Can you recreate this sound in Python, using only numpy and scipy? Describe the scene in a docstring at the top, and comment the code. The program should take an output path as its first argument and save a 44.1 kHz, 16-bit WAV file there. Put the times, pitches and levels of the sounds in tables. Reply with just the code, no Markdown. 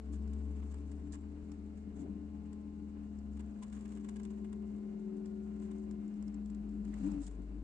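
"""A muffled engine drone and a steady hydraulic hum, heard inside a parked cab that booms at a few pitches.
The hum is the gear pump of a refuse truck at fast idle; the sinking drone is a wheel loader that drives
up and slows to tip leaves into it. Dull bumps shake the cab's resonances, and the heaviest draws a groan.
Close by, cloth rustles, small stick-slip creaks set a panel ringing and plastic trim ticks."""
import sys
import numpy as np
from scipy import signal
from scipy.fft import rfft, irfft
from scipy.io import wavfile
from scipy.ndimage import uniform_filter1d

SR = 44100
rng = np.random.default_rng(int(sys.argv[2]) if len(sys.argv) > 2 else 0)


def unload_audio(sound):
    """Save the sound as a 16-bit wav file, at the path given as the first command line argument."""
    columns = np.transpose(np.atleast_2d(sound))
    # keep every value between -1 and 1, then stretch to whole-number steps
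    steps = np.round(np.clip(columns, -1, 1) * 32767)
    wavfile.write(sys.argv[1], SR, steps.astype(np.int16))


N = 336483

# Levels are fader settings: each layer adds its own trim and pan.
# stereo image of the cab's air: (frequency [Hz], left-right likeness [ratio])
AIR_LIKENESS = [(50, 0), (300, 1.5), (500, -0.18), (1000, 0), (8000, 0)]
# its lean: (frequency [Hz], left over right [dB])
AIR_BALANCE = [(50, 7.5), (300, 6.5), (550, 0.5), (1000, 2), (2000, 2.5), (4500, -2), (8000, -1.5)]
# cab air resonances: (frequency [Hz], width [Hz], gain under the engines [dB], gain when bumped [dB])
CAB_MODES = [(86, 50, -33.5, -2.5), (145, 23, -31.5, -21), (173.3, 9, -9.5, -1.5), (198.6, 17.2, -1.5, 12),
             (222, 35, -8.5, -1), (289.1, 12.2, 0, 7.5), (379.2, 8.1, -13.5, -10.5), (640, 130, -37, -13.5)]
# ride on the cab boom: (time [s], level [dB])
BOOM_RIDE = [(0, -54), (3.3, -60), (6, -57.5), (6.85, -50), (7.28, -58.5), (7.6, -49)]
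# ride on the engine noise: (time [s], clatter level [dB], hiss level [dB])
DIN_RIDE = [(0.0, -67.5, -76.5), (1.95, -69, -79.5), (6.82, -68, -78.5), (7.06, -59, -70),
            (7.27, -67, -78.5), (7.63, -69, -79.5)]
# low, middle and high engine noise, each: (frequency [Hz], relative gain [dB])
RUMBLE_EQ = [(22, -25.5), (38, 7.5), (50, 15), (75, 22.5), (100, 9.5), (130, 5), (165, -2.5), (250, 5),
             (340, 15.5), (420, 14), (480, 6), (700, -41.5)]
CLATTER_EQ = [(260, -32), (440, -0.5), (474, -13.5), (513, -4.5), (857, -9.5), (1120, -14), (1370, -14.5),
              (1840, -19), (2140, -21), (2850, -21), (3150, -27.5), (3600, -36.5), (4680, -86.5),
              (7920, -120)]
HISS_EQ = [(2000, -5.5), (3000, -6.5), (3600, 3.5), (4300, 4), (5800, 0), (6900, 0.5), (7600, 1.5),
           (9100, -3), (9800, -28.5), (12500, -29.5)]

# bouts of cloth rustle: (time [s], level [dB], rise [s], decay [s])
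RUSTLES = [(0.137, -72, 0.0068, 0.014), (0.62, -87.5, 0.33, 0.42), (2.0, -66.5, 0.019, 0.014),
           (3.75, -79, 0.16, 0.37), (5.62, -87.5, 0.11, 0.2), (7.065, -69.5, 0.079, 0.04),
           (7.245, -73, 0.023, 0.045)]
# a creak's crisp top and hollow body, each: (frequency [Hz], relative gain [dB])
CRISP_EQ = [(2000, -29.5), (3200, -6.5), (5000, -2.5), (6200, -3), (7400, 8), (8700, 2), (9800, -14),
            (12000, -31), (15000, -43.5)]
HOLLOW_EQ = [(400, -15.5), (780, 5.5), (1030, 12), (1350, 2), (1900, 3.5), (2400, 0), (2900, -5),
             (3600, -2.5), (4400, -24.5)]
# creaks and short scrapes: (time [s], level [dB], body offset [dB], left over right [dB], hold [s])
CREAKS = [(.128, -69.5, -5.5, -8, 0.0097), (0.331, -59.5, -4, -1, 0.0041), (0.624, -72.5, 19.5, 5, 0.0045),
          (0.74, -61, 6, -13, 0.0029), (0.9158, -56, -1.5, 3, 0.0028), (1.12, -53, -15, -3, 0.015),
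          (1.135, -54.5, 2, -5.5, 0.019), (2.528, -60.5, 2.5, 5, .002), (3.3705, -65, 6.5, 3, 0.0035),
          (3.393, -61, 9.5, 1, 0.012), (3.624, -52.5, 3, 3, 0.011), (3.7245, -62.5, 8.5, -1, 0.0027),
          (3.766, -67.5, 10.5, 2, .009), (3.807, -61.5, 0.5, 9, .003), (3.854, -58.5, 7, 1, .002),
          (3.8885, -64, -10, 1, .001), (3.919, -58, 4, -1, 0.0027), (3.971, -61, 7.5, -4, .004),
          (4.045, -59, 8, 0, .002), (4.0868, -47.5, 1.5, 3, 0.003), (4.158, -56, 4, 1, 0.0076),
          (4.1975, -56.5, 5, -3, .001), (4.2315, -54, -7.5, -3, 0.0023), (4.25, -55.5, 6, -1, .002),
          (4.3035, -59.5, 1, 0, 0.0011), (4.4435, -61.5, 9.5, -2.5, 0.0026), (4.526, -57, 5.5, 0, 0.0022),
          (5.62, -68, 6, 0, 0.015), (5.712, -62.5, 7.5, 5, 0.002), (6.8485, -58.5, 0, -1, .002),
          (6.938, -57.5, -0.5, -2, 0.0031), (7.216, -60, -19, -4, 0.034), (7.2635, -47.5, -25.5, 0, 0.0047)]
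# the panel they set ringing: (frequency [Hz], width [Hz], level over the creaks' body [dB])
PANEL_MODES = [(1090, 60, -16.5), (1660, 73, -15.5), (2260, 390, -29.5), (2880, 180, -15)]
# faint rings left by a few creaks: (time [s], half length [s], pitch [Hz], level [dB])
SQUEAKS = [(1.136, 0.0091, 1800, -67), (1.164, 0.13, 7530, -86), (2, 0.014, 6600, -77),
           (3.634, 0.021, 1040, -67), (6.938, 0.007, 1890, -63)]
# plastic trim ticks: (time [s], crack [dB], lower ring [dB], upper ring [dB], left over right [dB])
TICKS = [(.277, -71.5, -75, -79, -2), (1.518, -62.5, -68, -69, -2), (3.188, -78, -75, -71.5, -7),
         (5.258, -62, -69, -70, 0), (5.911, -62.5, -78, -72, 1), (6.079, -80, -84, -71.5, -1),
         (6.14, -74, -82, -84, -5), (6.2258, -66, -77, -71, -1), (6.280, -68.5, -69, -76, -8),
         (6.343, -74, -74, -66, -6), (6.459, -67, -80, -84, 3), (6.5, -66, -78, -67.5, -5),
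         (6.547, -71, -78, -72, -4), (6.692, -75, -79, -73, 1), (7.116, -65, -69, -62, -12)]
# the trim's two rings: (frequency [Hz], width [Hz])
TRIM_MODES = [(5250, 980), (7400, 490)]
# dull bumps: (time [s], level [dB], rise [s], decay [s])
BUMPS = [(2.02, -42, 0.069, 0.044), (2.098, -45.5, 0.029, 0.11), (7.045, -37.5, 0.012, 0.069),
         (7.12, -44.5, 0.013, 0.088), (7.41, -44.5, 0.029, 0.028)]
# the cab's groan under the heaviest bump: (time [s], pitch [Hz], level [dB])
GROAN = [(6.96, 268, -89), (7.025, 260.6, -42.5), (7.058, 287, -34), (7.08, 300, -36), (7.11, 298, -55),
         (7.148, 293.4, -40), (7.218, 281.7, -41), (7.27, 288, -96)]

# loader engine, slowing in two steps: (time [s], firing rate [Hz])
FIRING_RATE = [(0, 66.5), (.3, 69.8), (1.3, 73.7), (2.9, 73.4), (3.8, 64.6), (4.5, 63.4), (5.8, 63),
               (6.65, 53.2), (7.2, 51.3), (7.63, 52.5)]
# ride on its exhaust's firing tone: (time [s], level [dB])
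EXHAUST_RIDE = [(0, -49), (.13, -40), (.5, -40), (1.45, -50), (3.12, -52.5), (3.35, -45), (3.8, -54),
                (6, -53), (6.8, -48), (7.6, -44)]
# brief dips in that tone as the loader moves: (time [s], half length [s], depth [dB])
EXHAUST_DIPS = [(3.592, 0.074, 14), (5.014, 0.21, 17), (6.103, 0.068, 31)]
# overtones of the firing tone: (pitch [multiple of the firing rate])
LOADER_OVERTONES = [3, 4, 6, 8, 9, 12, 14]
# ride on those overtones: (time [s], gain [dB])
LOADER_EFFORT = [(0, -3.5), (2.9, -0.5), (3.9, -3), (4.3, 1.5), (4.7, -2), (5.15, 6.5), (5.5, 0),
                 (5.9, 3.5), (6.2, -1)]
# their pan at 300, 380 and 570 Hz: (left over right [dB])
OVERTONE_PAN = [5.5, 13.5, 8.5]
# resonances that lift an overtone gliding through: (frequency [Hz], half width [Hz], gain [dB])
DRONE_PEAKS = [(189.3, 2.2, 12), (291, 17, 25), (360, 13.4, 17), (381.8, 15.3, 23.5), (449, 13, 17.5),
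               (563, 8, 10), (634, 27, 7), (747, 17, 11.5), (884, 4.3, 10.5)]
# tones from uneven cylinders: (pitch [multiple of the six-firing cycle rate])
UNEVEN_ORDERS = [3, 4, 12, 14, 16]
# their mix: (level at speed [dB], level when slowed [dB])
UNEVEN_LEVELS = [(-66, -79.5), (-71, -67), (-73, -76), (-68.5, -87), (-85.5, -78.5)]
# loader hydraulics: (time [s], pitch [Hz], level [dB])
LOADER_PUMP = [(0, 258.6, -64), (2.2, 262, -61.5), (2.95, 258.3, -64), (3.35, 234, -56),
               (4.4, 229.2, -57.5), (5.5, 221.9, -72.5), (7.63, 197, -65)]

# truck crankshaft: (time [s], speed [turns/s])
CRANK_SPEED = [(0, 21.7), (.3, 21.57), (.9, 21.27), (1.5, 21.12), (2.6, 21.0), (3.5, 20.91), (4.5, 20.85),
               (7.63, 20.84)]
# truck engine tones: (pitch [multiple of crankshaft speed])
TRUCK_ORDERS = [3, 6, 8, 9, 12, 14, 15, 18, 25, 28, 30, 33, 50]
# their mix: (level [dB])
TRUCK_LEVELS = [-72.5, -76.5, -71, -71.5, -79, -70, -74, -78.5, -86.5, -85.5, -85, -85.5, -84.5]
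# timing gear mesh, from the first harmonic up: (gain [dB])
GEAR_HARMONICS = [5.5, -1, 0, -6]
# ride on the pump hum, building under load and dropping near the end: (time [s], level [dB])
PUMP_RIDE = [(0, -51.5), (.28, -44), (.7, -51.5), (1.3, -50.5), (2.05, -46.5), (3.7, -44), (4.4, -40.5),
             (7.03, -40.5), (7.2, -63)]
# the hum's edge: (time [s], second harmonic level [dB], fourth harmonic level [dB])
PUMP_OVERTONES = [(0, -64, -84.5), (.6, -62, -80), (1.2, -69, -80.5), (3.1, -69, -81), (4.1, -68, -91),
                  (6, -70.5, -94.5), (7, -70, -93)]


def from_db(db):
    """Decibels to gain."""
    return 10 ** (np.asarray(db) / 20)


def unit_power(x):
    """Scale to unit power."""
    return x / np.sqrt(np.mean(x ** 2) + 1e-20)


def in_time(rows):
    """Each column of an automation curve at every sample."""
    times, *columns = np.transpose(rows)
    return [np.interp(np.arange(N) / SR, times, column) for column in columns]


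def at_hz(points, hz):
    """Read a curve on a log-frequency axis."""
    freqs, values = np.transpose(points)
    return np.interp(np.log(hz + 1), np.log(freqs), values)


def panned(db):
    """Left and right gains, averaging one, with the left louder by db."""
    gains = from_db(np.array([[.5], [-.5]]) * db)
    return gains / gains.mean(axis=0)


def drift(rate_hz):
    """A smooth random wobble with a spread of one."""
    step = 40  # samples per control point
    pole = np.exp(-2 * np.pi * step * rate_hz / SR)
    slow = signal.lfilter([1], [1, -2 * pole, pole * pole], rng.standard_normal(N // step + 2002))[2000:]
    return np.interp(np.arange(N) / step, np.arange(len(slow)), unit_power(slow))


def bell(s, half_length):
    """A smooth rise to one and back."""
    return np.exp(-((np.arange(N) / SR - s) / half_length) ** 2)


def swells(rows):
    """Summed gain of events that each rise and decay exponentially."""
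    t = np.arange(N) / SR
    return sum(from_db(db) * np.exp(-np.maximum((s - t) / rise, (t - s) / decay))
               for s, db, rise, decay in rows)


def white():
    """Stereo white noise."""
    return rng.standard_normal((2, N))


def coloured(x, eq):
    """Apply an EQ curve, keeping the power of white input."""
    gains = unit_power(from_db(at_hz(eq, np.fft.rfftfreq(N, 1 / SR))))
    return irfft(rfft(x) * gains, N)


def resonate(x, hz, width):
    """One resonance, applied twice for steep skirts; unit power."""
    b, a = signal.iirpeak(hz, hz / (1.4 * width), fs=SR)
    return unit_power(signal.lfilter(b, a, signal.lfilter(b, a, x)))


def partial(turns, order, rough, pan_db=3.5):
    """One tone wavering in level and phase; high tones reach left and right out of step."""
    mean_hz = order * turns[-1] * SR / N
    lag = min(mean_hz / 900, 1.2) * np.array([[.5], [-.5]])
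    waver = 1 + rough * (drift(0.97) + 1j * drift(3.8))
    return np.sqrt(2) * np.real(waver * np.exp(1j * (2 * np.pi * order * turns + lag))) * panned(pan_db)


def cab_air():
    """Noise as the cab spreads it: left and right alike in the low mids, diffuse in the treble."""
    hz = np.fft.rfftfreq(N, 1 / SR)
    mid, side = rfft(white())
    alike = np.clip(at_hz(AIR_LIKENESS, hz), -.9, 1)
    spread = np.sqrt((1 - alike) / (1 + alike)) * side * [[1], [-1]]
    return irfft((mid + spread) * panned(at_hz(AIR_BALANCE, hz)), N)


def engine_din(crank, firings):
    """The bed: combustion noise throbs with both engines, over cab boom, rumble and a faint hiss."""
    clatter_db, hiss_db = in_time(DIN_RIDE)
    throb = 1 + 0.037 * np.cos(2 * np.pi * firings) + 0.043 * np.cos(4 * np.pi * crank)
    air = cab_air()
    modes = sum(from_db(db) * resonate(air, hz, width) for hz, width, db, _ in CAB_MODES)
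    boom = from_db(in_time(BOOM_RIDE)[0]) * modes
    rumble = from_db(-63.5) * coloured(cab_air(), RUMBLE_EQ)
    clatter = from_db(clatter_db - 3.0 + 1.6 * drift(30)) * throb * coloured(cab_air(), CLATTER_EQ)
    hiss = from_db(hiss_db - 6.0) * coloured(cab_air(), HISS_EQ)
    return boom + rumble + clatter + hiss


def grains(coarse_db):
    """Stick-slip texture: noise broken into millisecond grains, smooth when coarse_db is zero."""
    return unit_power(white() * from_db(coarse_db * np.clip(drift(370), -2, 2)))


def slip_burst(age, held, swell, decay):
    """Slips build within milliseconds, hold, then die away into a faint tail."""
    after = np.maximum(age - held, 0)
    return np.exp(np.minimum(age, 0) / swell) * (np.exp(-after / decay) + 0.1 * np.exp(-after / 0.011))


def around(s):
    """The samples from 20 ms before a cue to 100 ms after it."""
    return slice(int(s * SR) - SR // 50, int(s * SR) + SR // 10)


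def cloth(rustle, crisp, hollow, floor_db=-91):
    """Cloth rubs in fluttering bouts, and its weave rasps in a narrow band."""
    flutter = (from_db(floor_db) + rustle) * from_db(3.7 * drift(28))
    rasp = from_db(-4.5) * resonate(white(), hz=6630, width=760)
    return flutter * ((crisp + rasp) * panned(-6.0) + from_db(-2.5) * hollow)


def small_creaks(rustle, full_rustle_db=-81, max_per_s=50, body_db=5.0, pan_db=1.5, held=.001):
    """Cues for faint random creaks, the likelier the stronger the rustle."""
    slots = 600
    jitter, lucks, sizes = rng.random((slots, 3)).T
    chance = np.minimum(rustle / from_db(full_rustle_db), 1) * max_per_s * N / SR / slots
    times = np.linspace(.05, N / SR - .15, slots) + .02 * jitter
    levels = -73 - 5.5 * (2 * sizes - 1)
    return [(s, db, body_db, pan_db, held)
            for s, db, luck in zip(times, levels, lucks) if luck < chance[int(s * SR)]]


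def creaks(cues, crisp, hollow):
    """Each creak is a burst of slips with a crisp top and a hollow body that sets a panel ringing."""
    t, top, body = np.arange(N) / SR, np.zeros((2, N)), np.zeros((2, N))
    for s, db, body_db, pan_db, held in cues:
        span = around(s)
        age = t[span] - s - .002
        top_gain = from_db(db - 9.0) * slip_burst(age, held, swell=0.0016, decay=0.0035)
        body_gain = from_db(db + body_db - 11.5) * slip_burst(age, held, swell=0.0027, decay=0.0069)
        top[:, span] += top_gain * panned(pan_db) * crisp[:, span]
        body[:, span] += body_gain * panned(1.0) * hollow[:, span]
    panel = body.std() * sum(from_db(db) * resonate(body, hz, width) for hz, width, db in PANEL_MODES)
    return top + body + panel


def squeaks():
    """Thin rings that swell and fade; the shorter the ring, the broader and rougher it is."""
    t = np.arange(N) / SR
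    return sum(from_db(db) * np.exp(-((t - s) / half) ** 4) * resonate(white(), hz, width=2 / half)
               for s, half, hz, db in SQUEAKS)


def trim_ticks():
    """Plastic trim lets go with a short crack and rings at two pitches, in a different mix each time."""
    t, out = np.arange(N) / SR, np.zeros((2, N))
    crack = coloured(grains(coarse_db=7.5), CRISP_EQ) + from_db(-2.0) * coloured(white(), HOLLOW_EQ)
    rings = [resonate(white(), hz, width) for hz, width in TRIM_MODES]
    for s, *levels, pan_db in TICKS:
        span = around(s)
        blend = sum(from_db(db) * part[:, span] for db, part in zip(levels, [crack] + rings))
        snap = slip_burst(t[span] - s, held=.0015, swell=0.00064, decay=0.0039)
        out[:, span] += snap * panned(pan_db) * blend
    return out


def bumps():
    """Heavy, drawn-out contacts shake the cab resonances."""
    air = cab_air()
    shudder = sum(from_db(db) * resonate(air, hz, width) for hz, width, _, db in CAB_MODES)
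    # level the shudder so that the force alone sets the loudness
    loudness = np.sqrt(uniform_filter1d(shudder.mean(axis=0) ** 2, size=1500) + 1e-9)
    return swells(BUMPS) * shudder / loudness


def cab_groan():
    """A rough tone that bends upward as the cab is strained, then settles near one of its resonances."""
    hz, db = in_time(GROAN)
    return from_db(db + drift(40)) * partial(np.cumsum(hz) / SR, order=1, rough=.05, pan_db=6.5)


def overtone_db(hz, db_at_200_hz=-73, fall_db_per_octave=11):
    """A loader overtone's level in the cab: muffled as its pitch rises, lifted at each resonance."""
    lift_db = sum(db * np.exp(-((hz - centre) / width) ** 2) for centre, width, db in DRONE_PEAKS)
    return db_at_200_hz - fall_db_per_octave * np.log2(hz / 200) + lift_db


def loader_engine(firings, firing_hz):
    """Six cylinders: an exhaust tone, overtones gliding through resonances, tones of uneven firing."""
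    dip_db = sum(db * bell(s, half_length) for s, half_length, db in EXHAUST_DIPS)
    exhaust_db = in_time(EXHAUST_RIDE)[0] - dip_db
    out = from_db(exhaust_db) * partial(firings, order=1, rough=0.011, pan_db=4.5)
    effort_db = in_time(LOADER_EFFORT)[0]
    for order in LOADER_OVERTONES:
        hz = order * firing_hz
        pan_db = np.interp(hz, [300, 380, 570], OVERTONE_PAN)
        out += from_db(effort_db + overtone_db(hz)) * partial(firings, order, rough=0.092, pan_db=pan_db)
    slowed = np.interp(firing_hz, [63, 70], [1, 0])
    for order, (fast_db, slow_db) in zip(UNEVEN_ORDERS, UNEVEN_LEVELS):
        out += from_db(fast_db + (slow_db - fast_db) * slowed) * partial(firings, order / 6, rough=0.25)
    return out


def loader_hydraulics():
    """The loader's pump hum sinks as the machine slows."""
    hz, db = in_time(LOADER_PUMP)
    return from_db(db) * partial(np.cumsum(hz) / SR, order=1, rough=0.11)


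def truck_engine(crank, fade_db=3.1):
    """Weak tones locked to the crankshaft, each slowly fading in and out."""
    return sum(from_db(db + fade_db * drift(0.41)) * partial(crank, order, rough=0.3)
               for order, db in zip(TRUCK_ORDERS, TRUCK_LEVELS))


def gear_whine(crank, teeth=34):
    """The truck's timing gears mesh in a thin whine that swells once."""
    mesh = sum(from_db(db) * partial(crank, order=teeth * k, rough=0.5, pan_db=-4.0)
               for k, db in enumerate(GEAR_HARMONICS, 1))
    return from_db(-92 + 4.5 * bell(5.1, half_length=1)) * mesh


def pump_hum(crank, teeth=10):
    """The lead: the truck's gear pump pulses once per tooth, a hum that grows purer under load."""
    hum = from_db(in_time(PUMP_RIDE)[0] - 2.5) * partial(crank, order=teeth, rough=0.019, pan_db=5.0)
    for harmonic, db in zip((2, 4), in_time(PUMP_OVERTONES)):
        hum += from_db(db) * partial(crank, order=harmonic * teeth, rough=0.28, pan_db=9.0)
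    return hum


def scene():
    """The mix: both machines, the cab sounding around them, and the small noises up close."""
    crank = np.cumsum(in_time(CRANK_SPEED)[0]) / SR  # turns so far
    firing_hz = in_time(FIRING_RATE)[0]
    firings = np.cumsum(firing_hz) / SR
    truck = pump_hum(crank) + truck_engine(crank) + gear_whine(crank)
    loader = loader_engine(firings, firing_hz) + loader_hydraulics()
    cab = engine_din(crank, firings) + bumps() + cab_groan()
    # creaks and cloth share two friction textures
    crisp = coloured(grains(coarse_db=3.5), CRISP_EQ)
    hollow = coloured(grains(coarse_db=0.0), HOLLOW_EQ)
    rustle = swells(RUSTLES)
    friction = cloth(rustle, crisp, hollow) + creaks(list(CREAKS) + small_creaks(rustle), crisp, hollow)
    return truck + loader + cab + friction + trim_ticks() + squeaks()


def record(dry, cutoff_hz=12700):
    """A steep low-pass takes off the very top."""
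    return signal.sosfilt(signal.ellip(10, .1, 80, cutoff_hz, fs=SR, output="sos"), dry)


dry = scene()
out = record(dry)
unload_audio(out)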